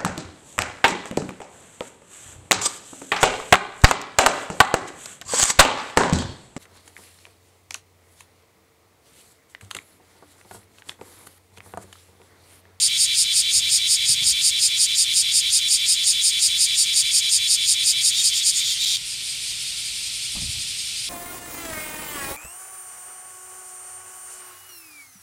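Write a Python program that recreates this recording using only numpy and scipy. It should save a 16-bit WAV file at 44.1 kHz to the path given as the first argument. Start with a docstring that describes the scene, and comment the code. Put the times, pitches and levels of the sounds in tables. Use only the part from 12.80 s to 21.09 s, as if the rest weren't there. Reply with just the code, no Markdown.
"""A near cicada sings in a leafy tree: its tymbals buckle some 180 times a second while the abdomen pumps
five and a half times a second, swinging the buzz between a low closed tone and a loud bright one.
Click trains and rasp drive body resonances; the song falters, sputters and stops.
Farther cicadas (same synthesis, regular song) and a chorus of shaped noise go on, over a low outdoor
rumble with faint hum sines; soft thumps at the microphone are decaying, darkening noise."""
import sys
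import numpy as np
from scipy import signal
from scipy.fft import rfft, irfft, next_fast_len
from scipy.io import wavfile
from scipy.ndimage import uniform_filter1d, map_coordinates

SR = 44100
rng = np.random.default_rng(int(sys.argv[2]) if len(sys.argv) > 2 else 0)


def master(y):
    """Save y as 16-bit WAV."""
    cut = np.clip(np.atleast_2d(y).T, -1, 1)
    pcm = np.round(cut * 32767)  # scale
    wavfile.write(sys.argv[1], SR, pcm.astype(np.int16))


N = 365588
TIME_S = np.arange(N) / SR
CONTROL_TIME_S = TIME_S[::20]
FFT_SIZE = next_fast_len(N + 8192, True)
FREQS_HZ = np.maximum(np.arange(FFT_SIZE // 2 + 1) * SR / FFT_SIZE, 1)

# Outdoor rumble colour. Each row: frequency in Hz, relative density in dB.
RUMBLE_COLOUR = [(28, -32), (38, -2), (145, -2.5), (166, -7.5), (298, -13.5), (364, -13), (466, -17.5),
                 (862, -19), (960, -16.5), (1040, -18.5), (1250, -25), (1370, -11), (1500, -16.5),
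                 (1950, -46), (3300, -120)]
# Faint machine hum. Each row: frequency in Hz, rms level in dB.
HUM_TONES = [(59.3, -63), (120, -63)]
# Thump colour. Each row: frequency in Hz, relative density in dB.
THUMP_COLOUR = [(15, -40), (28, -16), (48, -4), (118, -4), (157, -9.5), (241, -15.5), (450, -32),
                (600, -23.5), (1300, -26), (1690, -67), (2860, -120)]
# Soft thumps and rubs on the microphone. Each row: start in seconds, level in dB before the envelope,
# decay time in seconds, time to darken in seconds.
THUMP_EVENTS = [(.74, -44, .14, 0.27), (1.29, -39.5, .056, 0.023), (1.409, -41, 0.12, .12),
                (7.551, -30.5, 0.075, .045), (7.615, -32, 0.048, .002), (7.75, -45.5, 0.17, 0.043)]
# Distant cicadas' colour. Each row: frequency in Hz, relative density in dB.
CHORUS_COLOUR = [(650, -69), (1100, -27.5), (1620, -20), (2020, -11), (2310, -3.5), (2760, -3), (3180, 0),
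                 (4590, 0), (6610, -7.5), (8810, -3.5), (9740, -7), (10600, -16.5), (13600, -21),
                 (14500, -34), (15500, -51)]
# Distant cicadas' loudness. Each row: time in seconds, rms level in dB.
CHORUS_LEVEL = [(0, -29.5), (5.5, -30.5), (6.2, -32.5), (6.5, -30), (8.29, -30)]
# Two farther singers. Each row: time of one shutting in seconds, stroke period in seconds,
# level in dB against the near one, frequency ratio of the body.
FAR_SINGERS = [(6.365, .1868, -15.8, .97), (7.4, .1795, -17.8, 1.04)]
# Body resonances at openings 0, 1, 2 and 3. Each row: frequency in Hz, width in Hz, level in dB.
CLOSED_MODES = [(2190, 550, -24.5), (2333, 200, -2), (2730, 149, -24), (3010, 100, -6.5),
                (3177, 520, -10.5), (3308, 380, -2.5), (3580, 110, 6.5), (3540, 200, -20), (3976, 170, 2.5),
                (4360, 370, -10.5), (4992, 1140, -18), (5630, 72, -14), (6800, 320, -19), (7200, 120, -39),
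                (8600, 570, -39), (9500, 870, -32), (11083, 477, -27), (12450, 2000, -32),
                (14248, 5300, -41)]
SLACK_MODES = [(2020, 594, -31), (2610, 1200, -19.5), (3180, 89, -3), (3590, 460, 1.5), (3690, 1300, -9),
               (4500, 290, -4.5), (5000, 2600, -8), (6940, 820, -8), (8100, 540, -12), (9200, 890, -13.5),
               (11035, 823, -28), (12334, 1300, -22.6), (13839, 324, -34)]
HALF_OPEN_MODES = [(2150, 820, -18), (3440, 250, -2), (4320, 330, -5), (4600, 440, -6), (5270, 1900, -8.5),
                   (6800, 1200, -0.5), (7170, 510, 2), (8500, 840, -2.5), (8870, 680, -3),
                   (11061, 634, -30), (12300, 1100, -22), (13815, 276, -30)]
OPEN_MODES = [(2360, 690, -29), (2520, 84, -17), (3700, 190, -6.5), (3870, 180, -15), (4583, 158, -1.5),
              (4960, 64, -23), (5045, 78, -0.5), (4860, 1720, -8), (5095, 240, -0.5), (5370, 120, -4.5),
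              (5640, 130, -12), (6710, 290, -4), (7140, 220, -10), (7270, 410, -6), (7720, 120, -8),
              (8530, 860, -5), (8630, 55, -4), (9184, 560, -2.5), (9360, 460, -9.5), (9890, 520, -10),
              (11010, 590, -18.5), (12200, 1313, -22.5), (13652, 630, -32), (14787, 663, -36)]
# Air sac resonances, ringing up late. Each row: frequency in Hz, width in Hz.
AIR_SAC_MODES = [(3500, 1500), (4950, 1300), (9100, 2200)]
# Main buckle, then the rib clicks of one tymbal cycle. Each row: share of the cycle, mean level in dB.
RIB_CLICKS = [(0, -2), (.207, -13), (.368, -10), (.474, -2), (.585, -7), (.795, -9.5)]
# The beat runs a little ahead or behind. Each row: time in seconds, delay in seconds.
RUBATO = [(0, 0), (.5, -.004), (1.3, .002), (2.3, -.003), (2.8, .007), (3.7, -.001), (4.7, -.003), (5.3, 0)]
# Uneven lifts as the song falters. Each row: shutting time in seconds, length in seconds, level in dB,
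# opening 0-3, tymbal cycles per second, rasp in dB re clicks, frequency ratio, sag in dB.
FALTERING_LIFTS = [(5.426, .085, -19.5, 1.07, 198, 4, 1.01, 0.5),
                   (5.508, 0.1, -15.5, 2.95, 166, -4, 1, 6.5), (5.612, .085, -20, 1.3, 270, 0, 1, 4),
                   (5.724, .1, -15.5, 2.96, 166, -13, 1, 7), (5.816, .088, -19.4, 1.8, 275, 1, 1, 1),
                   (5.952, .13, -21.5, 1.04, 228, 1, 1, 3.5), (6.2, 0.23, -21, 0.93, 210, 11, 1.025, 0)]
# Low buzz between lifts: steady, then tiring. Each row: time in seconds, level in dB, opening 0-3,
# tymbal cycles per second, rasp in dB re clicks, frequency ratio.
LOW_BUZZ = [(5.29, -21.5, 0.025, 181, -5.5, 0.99), (5.351, -20.5, 0.65, 175, -4, 1),
            (5.64, -21, 0.47, 185, 4, 0.97), (5.87, -22.5, 0.42, 235, 16, 1),
            (5.97, -27.5, 0.83, 215, 13, 0.88), (6.031, -22.5, 0.9, 197, 8, 0.96)]
# Gaps in the final sputter. 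Each row: start in seconds, stop in seconds.
STUMBLES = [(6.051, 6.056), (6.162, 6.168)]

RUMBLE_RMS_DB = -53.5
FIRST_SHUT_S, STROKE_S, STROKES = .092, .1801, 30
# every regular lift makes the same bright note; openings past 3 are clipped
LIFT_S, BRIGHT_DB, BRIGHT_OPENING, BRIGHT_CYCLES_PER_S, BRIGHT_RASP_DB = .106, -15.5, 3.1, 166, -3
OPEN_S, SHUT_S = .033, .02
SWELL_WAIT_S, SWELL_S, FADE_S = .022, .022, .024  # loudness follows the opening late
BREAK_DB, BREAK_S = 2.14, .012  # brief dip where the low tone breaks into the bright one
SAG_DB, SAG_S, RECOVER_S = 5, .027, .016  # effort sags at each shutting and recovers
STOP_S = 6.172
CUTOFF_HZ = 15750


def from_db(db):
    """Decibels to gain."""
    return 10 ** (np.asarray(db) / 20)


def rms_one(x):
    """Scale to unit rms."""
    return x / np.sqrt(np.mean(x ** 2) + 1e-20)


def in_time(rows, at_s=TIME_S):
    """Read every column of a curve table at the given times."""
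    time_s, *columns = np.transpose(rows)
    return [np.interp(at_s, time_s, column) for column in columns]


def filtered(x, response):
    """Pass a sound through a frequency response."""
    return irfft(rfft(x, FFT_SIZE) * response, FFT_SIZE)[:N]


def noise(colour):
    """Noise of a given colour, falling steeply beyond its ends; rms 1."""
    hz, db = np.transpose(colour)
    skirts = np.minimum(1, FREQS_HZ / hz[0]) ** 4 * np.minimum(1, hz[-1] / FREQS_HZ) ** 4
    gain = from_db(np.interp(np.log(FREQS_HZ), np.log(hz), db)) * skirts
    return rms_one(filtered(rng.standard_normal(N), gain))


def drift(per_s):
    """Slow random wander with a spread near 1."""
    return np.interp(TIME_S * per_s, np.arange(1000), rng.standard_normal(1000))


def detuning(hz, width_hz):
    """Distance from a resonance, in widths."""
    return (FREQS_HZ / hz - hz / FREQS_HZ) * hz / width_hz


def background():
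    """Low outdoor rumble of shaped noise with a faint hum of sines."""
    hum = sum(from_db(db) * np.sqrt(2) * np.sin(2 * np.pi * hz * TIME_S) for hz, db in HUM_TONES)
    return from_db(RUMBLE_RMS_DB) * noise(RUMBLE_COLOUR) + hum


def thumps(rise_s=.004, boom_hz=260):
    """Each nudge of the microphone is a knock that darkens into a boom as it dies away."""
    knock = noise(THUMP_COLOUR)
    boom = filtered(knock, 1 / np.hypot(1, (FREQS_HZ / boom_hz) ** 2))
    out = 0
    for start_s, db, decay_s, darken_s in THUMP_EVENTS:
        age_s = np.maximum(TIME_S - start_s, 0)
        level = from_db(db) * (1 - np.exp(-age_s / rise_s)) * np.exp(-age_s / decay_s)
        out = out + level * (boom + np.exp(-age_s / darken_s) * (knock - boom))
    return out


def chorus():
    """Many distant cicadas merge into a sizzle of shaped noise."""
    level_db, = in_time(CHORUS_LEVEL)
    return from_db(level_db) * noise(CHORUS_COLOUR)


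def foliage(x, wet_db, decay_s):
    """Leaves and branches scatter a dense, short cloud of echoes."""
    t_s = TIME_S[:SR // 5]
    echoes = rng.standard_normal(len(t_s)) * np.exp(-t_s / decay_s) * (t_s > .001)
    wet = from_db(wet_db)
    scattered = filtered(x, rfft(echoes / np.linalg.norm(echoes), FFT_SIZE))
    return (x + wet * scattered) / np.hypot(1, wet)


def air_sac():
    """All-pass response: each click swells into a short ringing packet."""
    detune = [detuning(hz, width_hz) for hz, width_hz in AIR_SAC_MODES]
    return np.exp(-2j * np.arctan(detune).sum(axis=0))


def body(modes):
    """Causal (minimum-phase) response of a set of steep-sided resonances."""
    power = sum(from_db(db) ** 2 / (1 + detuning(hz, width_hz) ** 2) ** 2 for hz, width_hz, db in modes)
    # folding the cepstrum gives minimum phase
    cepstrum = irfft(np.log(power + 1e-9) / 2, FFT_SIZE)
    cepstrum[1:FFT_SIZE // 2] *= 2
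    cepstrum[FFT_SIZE // 2 + 1:] = 0
    return np.exp(rfft(cepstrum))


def tymbals(cycles_per_s, rasp_db, rasp_decay_cycles, wander=.006, buckle_jitter_s=.000008,
            rib_jitter_s=.000025, uneven_db=2.5):
    """Each cycle is a sharp buckle, a few rib clicks and a rasp dying behind the buckle."""
    cycles = np.cumsum(cycles_per_s * (1 + wander * drift(per_s=18))) / SR
    count = np.arange(1, int(cycles[-1]))
    clicks = np.zeros(N)
    for k, (share, db) in enumerate(RIB_CLICKS):
        late, size = rng.standard_normal((4000, 2))[:len(count)].T
        jitter_s = rib_jitter_s if k else buckle_jitter_s
        click_s = np.interp(count + share, cycles, TIME_S) + late * jitter_s
        index = np.clip((click_s * SR).astype(int), 0, N - 1)
        clicks[index] += from_db(db + uneven_db * size)
    rasp = rng.standard_normal(N) * np.exp(-(cycles % 1) / rasp_decay_cycles)
    return rms_one(rms_one(clicks) + from_db(rasp_db) * rms_one(rasp))


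def voice(drive, opening, bodies):
    """Abdomen opening blends neighbouring sets of resonances; the short-term level is evened out."""
    opening = np.clip(opening, 0, len(bodies) - 1)
    buzz = 0
    for k, response in enumerate(bodies):
        weight = np.sqrt(np.maximum(0, 1 - abs(opening - k)))
        buzz = buzz + weight * rms_one(filtered(drive, response))
    power = uniform_filter1d(uniform_filter1d(buzz ** 2, size=250), size=250)
    return buzz / np.sqrt(power + 1e-9)


def ramp(start_s, rise_s, stop_s, fall_s):
    """Attack, hold and release between 0 and 1."""
    rise = (CONTROL_TIME_S - start_s) / rise_s
    fall = (stop_s - CONTROL_TIME_S) / fall_s
    return np.clip(np.minimum(rise, fall), 0, 1)


def regular_lifts(shuttings_s):
    """The same bright note at every beat, in the columns of the faltering lifts."""
    note = (LIFT_S, BRIGHT_DB, BRIGHT_OPENING, BRIGHT_CYCLES_PER_S, BRIGHT_RASP_DB, 1, SAG_DB)
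    return [(shut_s, *note) for shut_s in shuttings_s]


def muscles(lifts, low_buzz):
    """Lifts pull the low buzz brighter, then sag; gives level, opening, cycle rate, rasp, tension."""
    low_db, *low_shape = in_time(low_buzz, CONTROL_TIME_S)
    rest = np.array(low_shape)
    level_db, shape = low_db, rest
    for shut_s, length_s, db, *lifted, sag_db in lifts:
        start_s = shut_s - length_s
        swell_s = start_s + SWELL_WAIT_S
        shape = shape + ramp(start_s, OPEN_S, shut_s, SHUT_S) * (np.array(lifted)[:, None] - rest)
        swell = ramp(swell_s, SWELL_S, shut_s, FADE_S)
        dip = ramp(swell_s - BREAK_S, BREAK_S, swell_s + BREAK_S, BREAK_S)
        since_shut_s = CONTROL_TIME_S - shut_s
        sag = np.clip(since_shut_s / SAG_S + 1, 0, 1) * np.exp(-np.maximum(since_shut_s, 0) / RECOVER_S)
        level_db = level_db + swell * (db - low_db) - BREAK_DB * dip - sag_db * sag
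    controls = uniform_filter1d(np.vstack([level_db, shape]), size=9)  # muscles cannot jump
    return [np.interp(TIME_S, CONTROL_TIME_S, control) for control in controls]


def far_cicadas(bodies, swing=1.9):
    """Cicadas of other sizes sing the regular song from other trees, smeared by the leaves."""
    out = 0
    for shut_s, period_s, distance_db, ratio in FAR_SINGERS:
        beats_s = np.arange(shut_s % period_s, TIME_S[-1] + period_s, period_s)
        level_db, opening, cycles_per_s, _, _ = muscles(regular_lifts(beats_s), LOW_BUZZ[:1])
        level_db = level_db.max() + swing * (level_db - level_db.max())  # bright notes carry best
        own_bodies = [np.interp(FREQS_HZ / ratio, FREQS_HZ, response) for response in bodies]
        drive = tymbals(cycles_per_s, rasp_db=5.5, rasp_decay_cycles=1.0)
        out = out + voice(drive, opening, own_bodies) * from_db(level_db + distance_db)
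    return foliage(out, wet_db=-4.0, decay_s=.025)


def near_cicada(bodies):
    """Regular strokes of buzzing tymbals through the body, then the faltering end and a sudden stop."""
    beats_s = FIRST_SHUT_S + STROKE_S * np.arange(STROKES)
    delay_s, = in_time(RUBATO, beats_s)
    lifts = regular_lifts(beats_s + delay_s) + list(FALTERING_LIFTS)
    level_db, opening, cycles_per_s, rasp_db, tension = muscles(lifts, LOW_BUZZ)
    singing = (TIME_S < STOP_S) * 1.0
    for start_s, stop_s in STUMBLES:
        singing[(TIME_S > start_s) & (TIME_S < stop_s)] = 0
    # a tighter body rings faster: synthesize on its own clock, then read back in real time
    clock = np.cumsum(tension) - 1
    controls = (opening, cycles_per_s / tension, rasp_db)
    opening, cycles_per_s, rasp_db = [np.interp(np.arange(N), clock, c) for c in controls]
    buzz = voice(tymbals(cycles_per_s, rasp_db, rasp_decay_cycles=.85), opening, bodies)
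    song = map_coordinates(buzz, [clock], order=5) * from_db(level_db)
    return foliage(song * uniform_filter1d(singing, size=60), wet_db=-12, decay_s=.005)


def scene():
    """Background, thumps, chorus and far singers behind the near cicada."""
    ring_up = air_sac()
    bodies = [body(modes) * ring_up for modes in (CLOSED_MODES, SLACK_MODES, HALF_OPEN_MODES, OPEN_MODES)]
    mix = background() + thumps() + chorus() + far_cicadas(bodies) + near_cicada(bodies)
    return mix[None]


def record(dry):
    """Steep elliptic low-pass at the cutoff."""
    lowpass = signal.ellip(12, .1, 80, CUTOFF_HZ, fs=SR, output="sos")
    return signal.sosfilt(lowpass, dry)


dry = scene()
out = record(dry)
master(out)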